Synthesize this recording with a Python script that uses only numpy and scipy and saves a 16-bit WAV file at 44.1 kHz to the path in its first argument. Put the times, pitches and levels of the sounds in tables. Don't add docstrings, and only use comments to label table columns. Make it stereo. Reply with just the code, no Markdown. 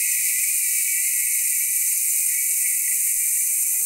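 import sys
import numpy as np
from scipy import signal
from scipy.fft import rfft, irfft
from scipy.io import wavfile
from scipy.ndimage import uniform_filter1d, minimum_filter1d

SR = 44100
rng = np.random.default_rng(int(sys.argv[2]) if len(sys.argv) > 2 else 0)


def how_loud(loudness_db):
    steps = np.asarray(loudness_db, float) / 20
    return 10 ** steps


def put_to_file(sound):
    columns = np.atleast_2d(sound).T
    safe = np.clip(columns, -1, 1)
    whole_steps = np.round(safe * 32767)
    wavfile.write(sys.argv[1], SR, whole_steps.astype(np.int16))


N = 169785

# t/s, f/Hz (snaps of one pawl set)
RATCHET_SPEED = [(.17, 195), (.31, 177.1), (.45, 194.5), (.66, 179.1), (.96, 174), (1.07, 194.2),
                 (1.41, 196), (1.57, 174.9), (1.95, 181), (2.06, 192.2), (2.28, 186.8), (2.38, 205.3),
                 (2.57, 201.6), (2.88, 198.3), (2.97, 213.3), (3.38, 211), (3.52, 231.4), (3.68, 224.2)]
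# f/Hz, width/Hz, level/dB
FRAME_MODES = [(1954.4, 56, -3), (2026, 77, -3.5), (2144, 63, -1.5), (2282, 30.5, 4), (2348, 35, 0.5),
               (2462, 70, -1.5), (2647, 105, -7), (2905, 370, -20.5)]
# t/s, level/dB
FRAME_GRIP = [(0.0, -34), (0.34, -32.5), (0.61, -39), (1.02, -33.5), (1.91, -40), (2.03, -44.5),
              (2.07, -39), (2.27, -42), (2.33, -32.5), (2.57, -40.5), (2.68, -30.5), (2.83, -41),
              (2.85, -30.5), (2.98, -39), (3.77, -43.5), (3.85, -55.5)]
# f/Hz, width/Hz, level/dB
HUB_MODES = [(6230, 174, -10.5), (7230, 47, -3.5), (7680, 130, -6), (8410, 150, -4.5), (8570, 108, -2),
             (9164, 220, -7), (9500, 390, -8.5), (10860, 160, -9), (11510, 214, -6.5), (12690, 320, -9.5),
             (14120, 340, -7), (16400, 120, 0.5)]
# f/Hz, density/dB per Hz
CRACK_COLOUR = [(3700, -18.5), (5900, -12), (6700, -8.5), (9000, -3.5), (10300, -7.5), (12100, -6.5),
                (13500, -12.5), (15700, -7)]
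# upper edge f/Hz, gain/dB
SUPPRESSOR_BANDS = [
    (1500, -39),
    (1870, -47),
    (3020, 1),
    (3760, -62),
    (6080, -1),
    (12200, 4),
    (15750, 1.5),
    (22050, -57),
]
# from t/s, to t/s
LEAK_TIMES = [
    (0, .53),
    (.78, .92),
    (1.5, 1.55),
    (2.01, 2.04),
    (2.67, 2.7),
    (3.8, 3.85),
]
# lowest f/Hz, highest f/Hz, level/dB, threshold, threshold during leaks
FLICKER_STRIPS = [
    (3000, 3760, -68.5, 2.03, -0.12),
    (1506, 1870, -77, 0.15, 0.16),
    (906, 1500, -88, 1.7, 1.5),
]
# from t/s, to t/s, up to t/s also in the dull band
WIDE_TIMES = [(0, .27, .15), (.47, .54, .52), (.82, .96, .96), (1.12, 1.2, 1.18), (1.35, 1.71, 1.57),
              (1.96, 2.29, 2.1), (2.5, 2.54, 2.5), (2.61, 3.6, 2.71), (3.78, 3.85, 3.83)]
# f/Hz, level/dB
SIDE_COLOUR = [(60, -30), (180, -36), (550, -9), (1650, -27.5), (4970, -20), (15000, -22)]
# t/s, level/dB, f/Hz, length/s
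SMALL_KNOCKS = [(0.177, -60, 154, 0.038), (.50, -72, 840, 0.027), (0.688, -70.5, 390, 0.058),
                (1.268, -74.5, 1102, 0.038), (1.517, -74, 257.7, 0.032), (1.762, -70.5, 697, .04),
                (2.068, -74, 1152, 0.044), (2.437, -81, 1238, .05), (3.457, -69, 249.2, 0.041),
                (3.724, -61, 840, 0.05), (3.731, -66, 447.2, 0.049), (3.809, -63, 547, 0.049),
                (3.783, -68, 1297, .07), (3.8, -72, 250, .05), (1.4, -71.5, 149, 0.34),
                (0.504, -77, 140, 0.37), (2.292, -59.5, 1680, 0.072), (3.3, -84, 644, 0.1)]
# f/Hz, density/dB per Hz
ROOM_COLOUR = [(15, -5), (28, -29), (44, -25.5), (120, -23), (157, -17.5), (195, -30), (480, -36.5),
               (1450, -39.5)]
# t/s, level/dB
CASE_THUMPS = [(.05, -64), (0.549, -54), (.76, -66), (1.25, -53), (1.4, -70), (1.78, -53), (2.06, -63),
               (2.3, -65), (2.47, -67), (2.8, -61), (3.18, -49)]

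SECOND_SET_DB, SECOND_SET_LAG = -3, .47
JITTER_S, SNAP_SPREAD_DB = .000025, 2.13
SPEED_WOBBLE = .008
HUB_DB, HUB_WANDER_DB, HUB_RATTLE = -26.5, 1.5, 1.9
FRAME_RATTLE_DB, FRAME_WANDER_DB = -1.5, 2.2
GRIP_SHARE_TOP = 0.2
CRACK_DB, CRACK_DECAY_S, RATTLE_SHARE, CRACK_WANDER_DB = -26.5, 0.00091, 2.4, .6
MID_FADE_DB_PER_S, MID_TOP_HZ = -2.5, 5800
RATTLE_PER_S = 6000
WIDE_BRIGHT_DB, WIDE_DULL_DB = 2.5, 3
ROOM_DB, ROOM_PATCHY_DB = -69, 4
THUMP_S, THUMP_HZ = .024, 13
LIMIT = 0.38


def snaps():
    s, hz = np.transpose(RATCHET_SPEED)
    speed = uniform_filter1d(np.interp(np.arange(N) / SR, s, hz), size=1200)
    periods = np.cumsum(speed * (1 + SPEED_WOBBLE * drift(9.0))) / SR
    draws = rng.standard_normal((2000, 2))
    k = np.arange(len(draws))
    second = k % 2
    at = np.interp(k // 2 + second * SECOND_SET_LAG, periods, np.arange(N), right=2 * N)
    at = at + JITTER_S * SR * draws[:, 0]
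    size = how_loud(second * SECOND_SET_DB + SNAP_SPREAD_DB * draws[:, 1])
    return np.clip(at, 0, N + 1), size


def hub(at, size):
    loose, out = rattle(), 0
    for hz, width, db in HUB_MODES:
        strikes = rms_one(train(at, size * rng.standard_normal(len(at))))
        push = strikes + HUB_RATTLE * np.roll(loose, int(hz))
        out = out + how_loud(db + HUB_WANDER_DB * drift(8.7)) * resonate(push, hz, width)
    return how_loud(HUB_DB) * rms_one(out)


def frame(at, size):
    s, db = np.transpose(FRAME_GRIP)
    grip = np.interp(np.arange(N) / SR, s, db)
    slope = np.polyval(np.polyfit(np.arange(N), grip, deg=1), np.arange(N))
    push = rms_one(train(at, size)) + how_loud(FRAME_RATTLE_DB) * rattle()
    rings = []
    for k, (hz, width, mode_db) in enumerate(FRAME_MODES):
        level = how_loud(mode_db + FRAME_WANDER_DB * drift(11.5))
        rings.append((-1) ** k * level * resonate(push, hz, width))
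    loudness = np.sqrt(np.mean(sum(rings) ** 2))
    shares = np.linspace(1.15, GRIP_SHARE_TOP, len(FRAME_MODES))
    return sum(how_loud(slope + share * (grip - slope)) * r for share, r in zip(shares, rings)) / loudness


def crack(at, size):
    decay = np.exp(-1 / (CRACK_DECAY_S * SR))
    burst = rms_one(signal.lfilter([1], [1, -decay], train(at, size)))
    wander = how_loud(CRACK_WANDER_DB * (drift(5.6) + drift(25.0)))
    x = (burst + RATTLE_SHARE) * rng.standard_normal(N) * wander
    x = rms_one(shape(x, CRACK_COLOUR))
    dull = signal.sosfiltfilt(signal.butter(6, MID_TOP_HZ, fs=SR, output="sos"), x)
    fade = how_loud(MID_FADE_DB_PER_S * (np.arange(N) - N / 2) / SR)
    return how_loud(CRACK_DB) * (x - dull + dull * fade)


def rattle():
    return rms_one((rng.random(N) < RATTLE_PER_S / SR) * rng.standard_normal(N))


def suppress(x):
    edges, db = np.transpose(SUPPRESSOR_BANDS)
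    hz = np.fft.rfftfreq(N, 1 / SR)
    steps = db[np.minimum(np.searchsorted(edges, hz), len(db) - 1)]
    out = irfft(rfft(x) * how_loud(uniform_filter1d(steps, size=160)), N)
    t = np.arange(N) / SR
    leaky = sum(1. * (t > a) * (t < b) for a, b in LEAK_TIMES)
    for low, high, strip_db, shut, ajar in FLICKER_STRIPS:
        cuts = np.linspace(low, high, 7)
        for a, b in zip(cuts, cuts[1:]):
            threshold = shut + (ajar - shut) * leaky
            opened = uniform_filter1d(1. * (drift(5.0) > threshold), size=1200)
            out += how_loud(strip_db) * opened * rms_one(between(x, a, b))
    return out


def channel_difference(mid):
    spectrum, t = rfft(mid), np.arange(N) / SR
    scatter = np.exp(.4j * np.cumsum(rng.standard_normal(len(spectrum))))
    far = irfft(spectrum * scatter, N)
    low = between(far, 0, MID_TOP_HZ)
    bright = uniform_filter1d(sum(1. * (t > a) * (t < b) for a, b, _ in WIDE_TIMES), size=600)
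    dull = uniform_filter1d(sum(1. * (t > a) * (t < c) for a, _, c in WIDE_TIMES), size=600)
    side = how_loud(WIDE_BRIGHT_DB) * bright * (far - low)
    side = side + how_loud(WIDE_DULL_DB) * dull * between(low, 1800, MID_TOP_HZ)
    return shape(side, SIDE_COLOUR)


def knocks():
    t, white, out = np.arange(N) / SR, rng.standard_normal(N), np.zeros(N)
    for s, db, hz, length in SMALL_KNOCKS:
        width = .12 * hz + 25
        band = rms_one(resonate(resonate(white, hz, width), hz, width))
        out += how_loud(db) * band * np.exp(-((t - s - length / 2) / (length / 2)) ** 4)
    return out


def room():
    noise = rms_one(shape(rng.standard_normal(N), ROOM_COLOUR + [(1600, -71)]))
    edges = np.geomspace(5, 1800, 12)
    return sum(between(noise, a, b) * how_loud(ROOM_DB + ROOM_PATCHY_DB * drift(2.8))
               for a, b in zip(edges, edges[1:]))


def thumps():
    t = np.arange(N) / SR
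    return sum(how_loud(db) * np.cos(2 * np.pi * THUMP_HZ * (t - s)) * np.exp(-((t - s) / THUMP_S) ** 2)
               for s, db in CASE_THUMPS)


def train(at, size):
    i = at.astype(int)
    early = np.bincount(i, size * (1 - at + i), N + 4)
    late = np.bincount(i + 1, size * (at - i), N + 4)
    return (early + late)[:N]


def resonate(x, hz, width):
    r = np.exp(-np.pi * width / SR)
    poles = [1, -2 * r * np.cos(2 * np.pi * hz / SR), r * r]
    return signal.lfilter([(1 - r * r) / 2, 0, (r * r - 1) / 2], poles, x + 1e-18)


def drift(rate):
    r = np.exp(-80 * np.pi * rate / SR)
    slow = signal.lfilter([1], [1, -2 * r, r * r], rng.standard_normal(N // 40 + 2002))[2000:]
    return np.interp(np.arange(N) / 40, np.arange(len(slow)), rms_one(slow))


def shape(x, points):
    hz = np.maximum(np.fft.rfftfreq(N, 1 / SR), 5)
    p = np.array(points)
    return irfft(rfft(x) * how_loud(np.interp(np.log(hz), np.log(p[:, 0]), p[:, 1])), N)


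def between(x, low_hz, high_hz):
    hz = np.fft.rfftfreq(N, 1 / SR)
    return irfft(rfft(x) * (hz > low_hz) * (hz <= high_hz), N)


def rms_one(x):
    return x / np.sqrt(np.mean(x ** 2) + 1e-20)


def scene():
    at, size = snaps()
    wheel = hub(at, size) + frame(at, size) + crack(at, size)
    mid = suppress(wheel) + knocks() + room() + thumps()
    side = channel_difference(mid)
    return np.array([mid + side, mid - side])


def roll_off(x):
    return signal.sosfilt(signal.butter(12, 16840, fs=SR, output="sos"), x)


def record(dry):
    mid = dry.mean(axis=0)
    gain = np.minimum(1, LIMIT / (np.abs(mid) + 1e-9))
    gain = uniform_filter1d(minimum_filter1d(gain, size=441), size=441)
    return roll_off(dry * gain)


dry = scene()
out = record(dry)
put_to_file(out)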